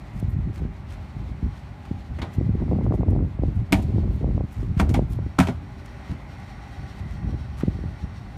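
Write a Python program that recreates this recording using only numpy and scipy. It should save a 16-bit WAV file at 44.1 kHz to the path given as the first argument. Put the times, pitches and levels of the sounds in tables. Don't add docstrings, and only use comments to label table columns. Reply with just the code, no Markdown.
import sys
import numpy as np
from scipy import signal
from scipy.fft import rfft, irfft, next_fast_len
from scipy.io import wavfile
from scipy.ndimage import uniform_filter1d, map_coordinates

SR = 44100
rng = np.random.default_rng(int(sys.argv[2]) if len(sys.argv) > 2 else 0)


def master_out(mix):
    frames = np.transpose(np.atleast_2d(mix))
    ceiling = np.clip(frames, -1, 1)
    pcm = np.round(ceiling * 32767).astype(np.int16)
    wavfile.write(sys.argv[1], SR, pcm)


N = 369116
CUTOFF_HZ = 15300

# (time [s], whirr level [dB], hiss level [dB])
IDLE_LEVELS = [(0, -51.5, -62.5), (0.4, -54, -65.5), (1.0, -52.5, -63.5), (2.24, -53.5, -62.5),
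               (3.2, -55, -68.5), (3.9, -54, -62), (4.45, -55, -65.5), (5.6, -53, -63.5), (5.97, -51, -60),
               (6.7, -51, -59), (7.55, -53, -61), (8.37, -52.5, -60.5)]
# (frequency [Hz], relative spectral density [dB])
WHIRR_SPECTRUM = [(200, 6.5), (380, 0), (460, -2.5), (600, 1.5), (800, 1.5), (1050, -2.5), (1600, -8),
                  (2300, -8.5), (3000, -19), (5000, -34)]
HISS_SPECTRUM = [(1500, -1), (3000, 4.5), (4300, 3), (5000, -2.5), (7000, -7), (9500, -12), (10500, -15.5),
                 (15000, -16)]
# (frequency [Hz], width [Hz], boost [dB])
BAY_RESONANCES = [(801, 63, 5), (1157, 45, 7), (1480, 79, 9.5), (1906, 400, 5), (2630, 61, 5),
                  (3200, 79, 5.5), (3910, 220, 5), (4410, 140, 8.5), (5630, 590, 10.5), (8700, 520, 8)]
# (time [s], level over the plain sound [dB])
BAY_PROMINENCE = [(0, -10), (5.5, -6), (6.1, -1), (7.1, 5), (7.6, 2), (8.37, -3)]
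# (frequency [Hz], relative level [dB])
HUM_PARTIALS = [(146, -50.5), (195, -51), (238, -55.5), (288, -57), (392, -57.5), (587, -69.5)]
# (time [s], low band [dB], high band [dB])
WHIRR_BAND_LEVELS = [(0, -67, -63), (1.4, -76, -70), (1.85, -54.5, -76), (2.3, -66.5, -60),
                     (3.5, -71.5, -69.5), (5.6, -70, -68), (6.0, -67, -58), (6.55, -50, -61),
                     (7.0, -60, -55.5), (7.5, -60.5, -66), (8.37, -63, -61)]

# (start [s], length [s], relative rumble level [dB], relative eddy level [dB])
GUST_EVENTS = [(0.133, 0.058, -32.5, -58), (0.209, 0.29, -28, -52), (0.56, 0.11, -31, -46),
               (0.85, 0.18, -39, -66), (1.153, 0.2, -34, -50.5), (1.429, 0.043, -25, -45),
               (1.892, 0.11, -38, -51.5), (2.087, 0.15, -33.5, -49.5), (2.358, 0.27, -27, -38.5),
               (2.654, 0.37, -27, -33.5), (3.052, 0.19, -24, -32), (3.25, 0.19, -35, -60.5),
               (3.405, 0.081, -22, -37), (3.545, 0.073, -23.5, -55), (3.704, 0.38, -26.5, -38),
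               (3.944, 0.21, -25, -40), (4.197, 0.22, -25.5, -36), (4.56, 0.16, -29, -45),
               (4.761, 0.27, -23.5, -37), (5.082, 0.18, -29, -51), (5.45, 0.18, -37.5, -68),
               (6.09, 0.026, -32, -37), (6.77, 0.1, -37, -67), (6.988, 0.75, -35, -61),
               (7.211, 0.13, -30.5, -43.5), (7.638, 0.26, -32.5, -46), (7.999, 0.048, -31.5, -46),
               (8.155, 0.02, -36, -54)]
GUST_RISE_S, GUST_FALL_S = 0.014, 0.029
BREEZE_RUMBLE_DB, BREEZE_EDDY_DB = -41.5, -59.5
# (frequency [Hz], relative spectral density [dB])
RUMBLE_SPECTRUM = [(20, -17), (32, -30.5), (48, 2), (75, 1.5), (110, -2.5), (170, -12), (250, -21),
                   (400, -32), (800, -64.5)]

# (time of peak [s], relative level [dB], length [s], tilt [dB/octave])
SCUFF_EVENTS = [(0.17, -64, 0.034, 4), (0.199, -58.5, 0.0074, 9), (0.309, -65.5, 0.021, 14),
                (0.552, -54.5, 0.016, 1.5), (0.58, -57, 0.033, -1), (0.927, -53, 0.027, -0.5),
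                (1.57, -59.5, 0.034, -1), (1.852, -59.5, 0.037, -2.5), (2.344, -56, 0.015, 3),
                (2.597, -52.5, 0.025, -6.5), (2.842, -59.5, 0.012, -0.5), (2.949, -64.5, 0.024, 3),
                (3.106, -68, .005, 7), (3.562, -69, 0.025, 5), (4.138, -71, 0.035, 12),
                (4.531, -56, 0.0075, 7), (4.587, -59.5, 0.09, 0), (4.797, -38, 0.0045, -0.5),
                (4.803, -45.5, 0.032, -2), (4.942, -42, 0.0035, 3), (5.125, -58.5, 0.028, 8),
                (5.859, -58, 0.01, 1.5), (6.117, -54.5, 0.031, -2.5), (6.397, -60, 0.015, 0.5),
                (6.995, -55.5, 0.022, -1.5), (7.118, -61, 0.055, -1), (7.58, -53, 0.006, 1),
                (7.603, -52.5, 0.01, 4.5), (7.614, -48, 0.024, -4.5)]
# (frequency [Hz], relative spectral density [dB])
GRIT_SPECTRUM = [(400, -13), (900, 4), (2000, 1), (4000, -6.5), (8000, -12.5), (15000, -21)]
# (time [s], relative level [dB], pitch [Hz])
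STRONG_EDDIES = [(0.227, -16.5, 213), (0.284, -18.5, 115), (0.367, -13, 85), (0.389, -13.5, 89.5),
                 (0.473, -16.5, 115), (0.62, -23.5, 214), (0.652, -16, 181), (1.166, -22, 115),
                 (1.316, -23, 91), (1.429, -13.5, 122), (1.464, -17, 115), (1.913, -13.5, 159),
                 (2.383, -11, 110), (2.412, -13.5, 255), (2.465, -12.5, 79), (2.493, -10.5, 153),
                 (2.553, -13.5, 172), (2.624, -13.5, 251), (2.714, -14.5, 335), (2.722, -9, 260),
                 (2.732, -14, 295), (2.788, -14, 273), (2.812, -16.5, 300), (2.865, -17, 416),
                 (2.91, -26, 318), (2.923, -14.5, 446), (2.941, -11.5, 312), (2.949, -18, 295),
                 (2.995, -10.5, 161), (3.009, -18, 345), (3.033, -13.5, 340), (3.084, -14, 295),
                 (3.113, -11, 85), (3.133, -10, 260), (3.163, -15, 325), (3.226, -13, 198),
                 (3.391, -20.5, 305), (3.394, -8, 75.4), (3.436, -9.5, 290), (3.946, -9.5, 104),
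                 (3.983, -13, 255), (4.077, -21.5, 265), (4.224, -26, 288), (4.244, -11.5, 297),
                 (4.29, -20, 245), (4.349, -10, 84), (4.379, -16, 357), (4.409, -14, 316),
                 (4.439, -16, 116), (4.63, -17, 163.6), (4.712, -10, 68), (4.769, -11.5, 100),
                 (4.829, -10, 213), (4.913, -12.5, 175), (4.993, -5.5, 300), (5.024, -15, 181),
                 (5.106, -13.5, 59), (5.19, -20, 367), (5.2, -17, 69), (5.264, -19, 175),
                 (6.121, -23.5, 99), (7.245, -18.5, 118), (7.635, -8.5, 205), (7.681, -7.5, 176),
                 (7.79, -22.5, 215), (7.839, -21, 259), (7.857, -15, 68.4)]

# (time [s], clack level [dB], relative thud level [dB], thud pitch [Hz],
# tilt [dB/octave], rise [s], T60 [s], resonance of the struck spot [Hz], its boost [dB],
# relative level of the shell's ring [dB])
FOOTFALLS = [(2.185, -33, -32.5, 256, -2.5, 0.0021, 0.079, 1960, 7, -10),
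             (2.2167, -25, -34, 256, -2.5, 0.00073, 0.073, 3700, 12, -14),
             (2.227, -31.5, -44, 256, -4.5, 0.00069, 0.39, 1500, 4, -17),
             (3.7226, -18.5, -18, 276, 3.7, 0.0016, 0.033, 3300, 4, -7),
             (3.727, -12, -7.5, 291, -1, 0.00045, 0.055, 2360, 3, -8),
             (3.821, -44.5, -39, 290, 2.5, 0.0033, 0.073, 3400, -5, -18),
             (4.797, -16, -11, 282, -0.2, 0.0029, 0.05, 1260, 10, -6.5),
             (4.89, -35.5, -28, 256, 1.5, 0.0042, 0.09, 4500, -1, -18),
             (4.941, -21.5, -17, 258, -1, 0.0043, 0.11, 760, 8, -5),
             (5.3845, -23.5, -37, 250, -1.5, 0.0011, 0.17, 1600, -2, -13),
             (5.3878, -5, -2, 263.4, 1, 0.0019, 0.013, 1430, 12, -21),
             (5.3999, -13.5, -11.5, 222.5, -1, 0.002, 0.054, 1900, 0, -8),
             (5.471, -24.5, -31, 254, -1.5, 0.0003, 0.05, 2800, 3, -14),
             (5.484, -19.5, -13.5, 255, -4.5, 0.0018, 0.11, 2200, -7, -13)]
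# (frequency [Hz], relative spectral density [dB])
TRIM_SPECTRUM = [(200, 5.5), (450, 1), (720, 1.5), (1100, -2), (1450, -3.5), (1800, -6.5), (2300, -4),
                 (3400, -10), (4300, -13), (7000, -17), (9700, -20), (11000, -23.5), (15000, -28.5)]
# (frequency [Hz], relative level [dB], T60 [s])
SHELL_MODES = [(648, -2, 0.19), (771, -4.5, 0.27), (928, -2.5, 0.16), (1080, -7, 0.07), (1480, -18, 0.11),
               (1877, -5.5, 0.1), (2228, -2, 0.075), (2514, -15, 0.08), (2810, -25, 0.044),
               (3310, -5, 0.052)]
# (frequency over thud pitch [ratio], relative level [dB], T60 [s])
FLOOR_MODES = [(0.336, -7, 0.44), (0.47, -11, 0.29), (0.68, 1.5, 0.17), (1.0, 2, 0.12), (1.17, -5, 0.056)]


def from_db(db):
    return 10 ** (np.asarray(db) / 20)


def unit_rms(x):
    return x / np.sqrt(np.mean(x ** 2) + 1e-20)


def curves(rows):
    times, *columns = np.transpose(rows)
    return [np.interp(np.arange(N) / SR, times, column) for column in columns]


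def add(out, start_s, sound):
    start = round(start_s * SR)
    sound, start = sound[max(-start, 0):], max(start, 0)
    out[start:start + len(sound)] += sound[:max(len(out) - start, 0)]


def noise(spectrum, size, tilt_db=0, peaks=(), grain_db=0):
    padded = next_fast_len(size)
    hz = np.maximum(np.fft.rfftfreq(padded, 1 / SR), 1)
    points, levels = np.transpose(spectrum)
    db = np.interp(np.log(hz), np.log(points), levels) + tilt_db * np.log2(np.minimum(hz, CUTOFF_HZ))
    for centre, width, peak_db in peaks:
        db = db + peak_db / (1 + (2 * (hz - centre) / width) ** 2)
    band_edges = 1 / (1 + (points[0] / hz / 2) ** 4) / (1 + (hz / points[-1] / 2) ** 4)
    grains = rng.standard_normal(padded) * from_db(grain_db * np.minimum(rng.exponential(1, padded), 4))
    return unit_rms(irfft(rfft(grains) * from_db(db) * band_edges, padded)[:size])


def drift(rate_hz, size):
    steps = np.arange(size) / SR * rate_hz
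    draws = rng.standard_normal(2 ** 12 if size < SR else 2 ** 15)
    return map_coordinates(draws, [steps + 2], order=2, mode="wrap")


def narrow_band(hz, width_hz, size):
    phase = 2 * np.pi * np.cumsum(hz * np.ones(size)) / SR
    return unit_rms(drift(width_hz, size) * np.cos(phase) + drift(width_hz, size) * np.sin(phase))


def high_pass(x, hz):
    return signal.sosfilt(signal.butter(2, hz, "high", fs=SR, output="sos"), x)


def reflections(x, level_db, spread_s, count=10):
    out, gain = x.copy(), from_db(level_db)
    for delay, sign in zip(spread_s * rng.uniform(0.1033, 1, count), rng.choice([-1, 1], count)):
        add(out, delay, sign * gain * x)
    return out / np.sqrt(1 + count * gain ** 2)


def fan_and_belts(resonances, flutter_db):
    whirr_db, hiss_db = curves(IDLE_LEVELS)
    whirr = from_db(whirr_db + 4.5) * noise(WHIRR_SPECTRUM, N, peaks=resonances)
    hiss_gain = from_db(hiss_db + 0.5 + flutter_db * drift(30, N))
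    return whirr + hiss_gain * noise(HISS_SPECTRUM, N, peaks=resonances)


def idling_van(hum_db=-1.5, waver_db=2.5, wander=0.0042, flutter_db=2.16):
    bay_gain = from_db(curves(BAY_PROMINENCE)[0] + 2 * flutter_db * drift(8.2, N))
    plain = fan_and_belts((), flutter_db)
    hollow = fan_and_belts(BAY_RESONANCES, flutter_db)
    blend = (plain + bay_gain * hollow) / np.hypot(1, bay_gain)
    air = reflections(blend, level_db=-20.0, spread_s=0.02)
    engine_time = np.cumsum(1 + wander * drift(6, N)) / SR
    hum = 0
    for hz, db in HUM_PARTIALS:
        gain = from_db(db + waver_db * drift(4.3, N))
        hum += gain * np.sin(2 * np.pi * (hz * engine_time + rng.random()))
    return air + from_db(hum_db) * np.sqrt(2) * hum


def whirr_swells(centres_hz=(785, 2020), widths_hz=(120, 280), wander=0.025):
    return sum(from_db(db) * narrow_band(hz * (1 + wander * drift(3, N)), width, N)
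               for db, hz, width in zip(curves(WHIRR_BAND_LEVELS), centres_hz, widths_hz))


def gust_levels():
    t = np.arange(N) / SR
    rumble_power = np.full(N, from_db(BREEZE_RUMBLE_DB) ** 2)
    eddy_power = np.full(N, from_db(BREEZE_EDDY_DB) ** 2)
    for start, length, rumble_db, eddy_db in GUST_EVENTS:
        age = t[:round((length + 10 * GUST_FALL_S) * SR)]
        swell = np.minimum(age / GUST_RISE_S, 1) * np.exp(-np.maximum(age - length, 0) / GUST_FALL_S)
        add(rumble_power, start, (from_db(rumble_db) * swell) ** 2)
        add(eddy_power, start, (from_db(eddy_db) * swell) ** 2)
    return 10 * np.log10(rumble_power), 10 * np.log10(eddy_power)


def add_eddy(out, time_s, height, hz):
    half = SR // 50
    position = np.pi * hz * np.arange(-half, half) / SR
    swing = position / (1 + position ** 2) ** 3 * np.hanning(2 * half)
    add(out, time_s - half / SR, height * swing / swing.max())


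def wind(eddies_per_s=380, eddy_hz=166, finest_hz=640, size_spread=0.59, port_hz=130, flutter_db=2.5):
    rumble_db, eddy_db = gust_levels()
    rumble = noise(RUMBLE_SPECTRUM, N)
    rumble /= np.sqrt(uniform_filter1d(rumble ** 2, size=SR // 14))
    eddies = np.zeros(N)
    strength, fineness = rng.standard_normal((2, N))
    for i in np.flatnonzero(rng.random(N) < eddies_per_s / SR):
        hz = eddy_hz * np.exp(0.02 * (eddy_db[i] + 35) + size_spread * fineness[i])
        hz = finest_hz * np.tanh(hz / finest_hz)
        height = from_db(2.5 * strength[i]) * eddy_hz / hz
        add_eddy(eddies, i / SR, height, hz)
    eddies = high_pass(eddies, port_hz)
    eddies /= np.sqrt(uniform_filter1d(eddies ** 2, size=SR // 8) + 1e-9)
    flurry_db = flutter_db * drift(45, N)
    return from_db(rumble_db + 2.5 + flurry_db / 2) * rumble + from_db(eddy_db + 9 + flurry_db) * eddies


def scuffs(grain_db=7.0, clump_db=3.0, gain_db=4.5):
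    out, t = np.zeros(N), np.arange(-SR // 4, SR // 4) / SR
    for time_s, db, length, tilt_db in SCUFF_EVENTS:
        clumps = unit_rms(from_db(clump_db * drift(261.5, len(t))))
        swell = 1 / np.cosh(np.clip(1.8 * t / length, -20, 20))
        grit = noise(GRIT_SPECTRUM, len(t), tilt_db, grain_db=grain_db)
        add(out, time_s + t[0], from_db(db + gain_db) * swell * clumps * grit)
    return out


def buffets(gain_db=-3.5, wake_db=-13.0, wake_spread_s=0.00404, wake_count=2, dispersion_hz=260):
    pops = np.zeros(N)
    for time_s, db, hz in STRONG_EDDIES:
        add_eddy(pops, time_s, from_db(db + gain_db), hz)
        for lag, sign in zip(rng.normal(0, wake_spread_s, wake_count), rng.choice([-1, 1], wake_count)):
            add_eddy(pops, time_s + lag, sign * from_db(db + gain_db + wake_db), hz * 1.02)
    pole = np.exp(-2 * np.pi * dispersion_hz / SR)
    dispersed = signal.lfilter([pole, -1], [1, -pole], pops)
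    return microphone_port(dispersed)


def microphone_port(pressure, hz=98, q=1.26):
    w = 2 * np.tan(np.pi * hz / SR)
    return signal.lfilter(*signal.bilinear([1, 0, 0], [1, w / q, w * w]), pressure)


def knocks(cabin_db=-22, cabin_t60=0.3, rattle_db=1.0, shell_gain_db=-6.0, floor_gain_db=-5.0):
    out, t = np.zeros(N), np.arange(SR // 2) / SR
    for time_s, clack_db, thud_db, thud_hz, tilt_db, rise, t60, spot_hz, spot_db, shell_db in FOOTFALLS:
        attack = np.minimum(t / rise, 1)
        decay = from_db(-60 * t / t60) + from_db(cabin_db - 60 * t / cabin_t60)
        rattle = from_db(rattle_db * drift(600, len(t)))
        struck_spot = (spot_hz, 0.51 * spot_hz, spot_db)
        trim = noise(TRIM_SPECTRUM, len(t), tilt_db, peaks=[struck_spot], grain_db=6.0)
        clack = reflections(trim * attack * decay * rattle, level_db=-23.5, spread_s=0.018)
        clack += from_db(shell_db + shell_gain_db) * bumper_ring(t) * attack
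        thud = from_db(thud_db + floor_gain_db) * floor_boom(t, thud_hz)
        add(out, time_s, from_db(clack_db) * clack + thud)
    return out


def bumper_ring(t, relative_width=0.11):
    return sum(from_db(db - 60 * t / t60) * narrow_band(hz, relative_width * hz, len(t))
               for hz, db, t60 in SHELL_MODES)


def floor_boom(t, pitch_hz, build_cycles=0.5, detune=0.042):
    boom = 0
    for (ratio, db, t60), shift in zip(FLOOR_MODES, rng.standard_normal(len(FLOOR_MODES))):
        cycles = pitch_hz * ratio * (1 + detune * shift) * t
        build = 1 - np.exp(-(cycles / build_cycles) ** 2)
        boom += from_db(db - 60 * t / t60) * build * np.sin(2 * np.pi * cycles)
    return boom


def scene():
    return (wind() + buffets() + knocks() + scuffs() + idling_van() + whirr_swells())[None]


def record(dry, bass_cut_hz=29, dip_hz=470, dip_db=-3.0, dip_q=2.54, ceiling=0.7):
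    low_middle = signal.lfilter(*signal.iirpeak(dip_hz, dip_q, fs=SR), dry)
    coloured = high_pass(dry - (1 - from_db(dip_db)) * low_middle, bass_cut_hz)
    rounded = coloured / (1 + (coloured / ceiling) ** 4) ** 0.25
    low_pass = signal.ellip(10, 0.1, 80, CUTOFF_HZ, fs=SR, output="sos")
    return signal.sosfilt(low_pass, rounded)


dry = scene()
out = record(dry)
master_out(out)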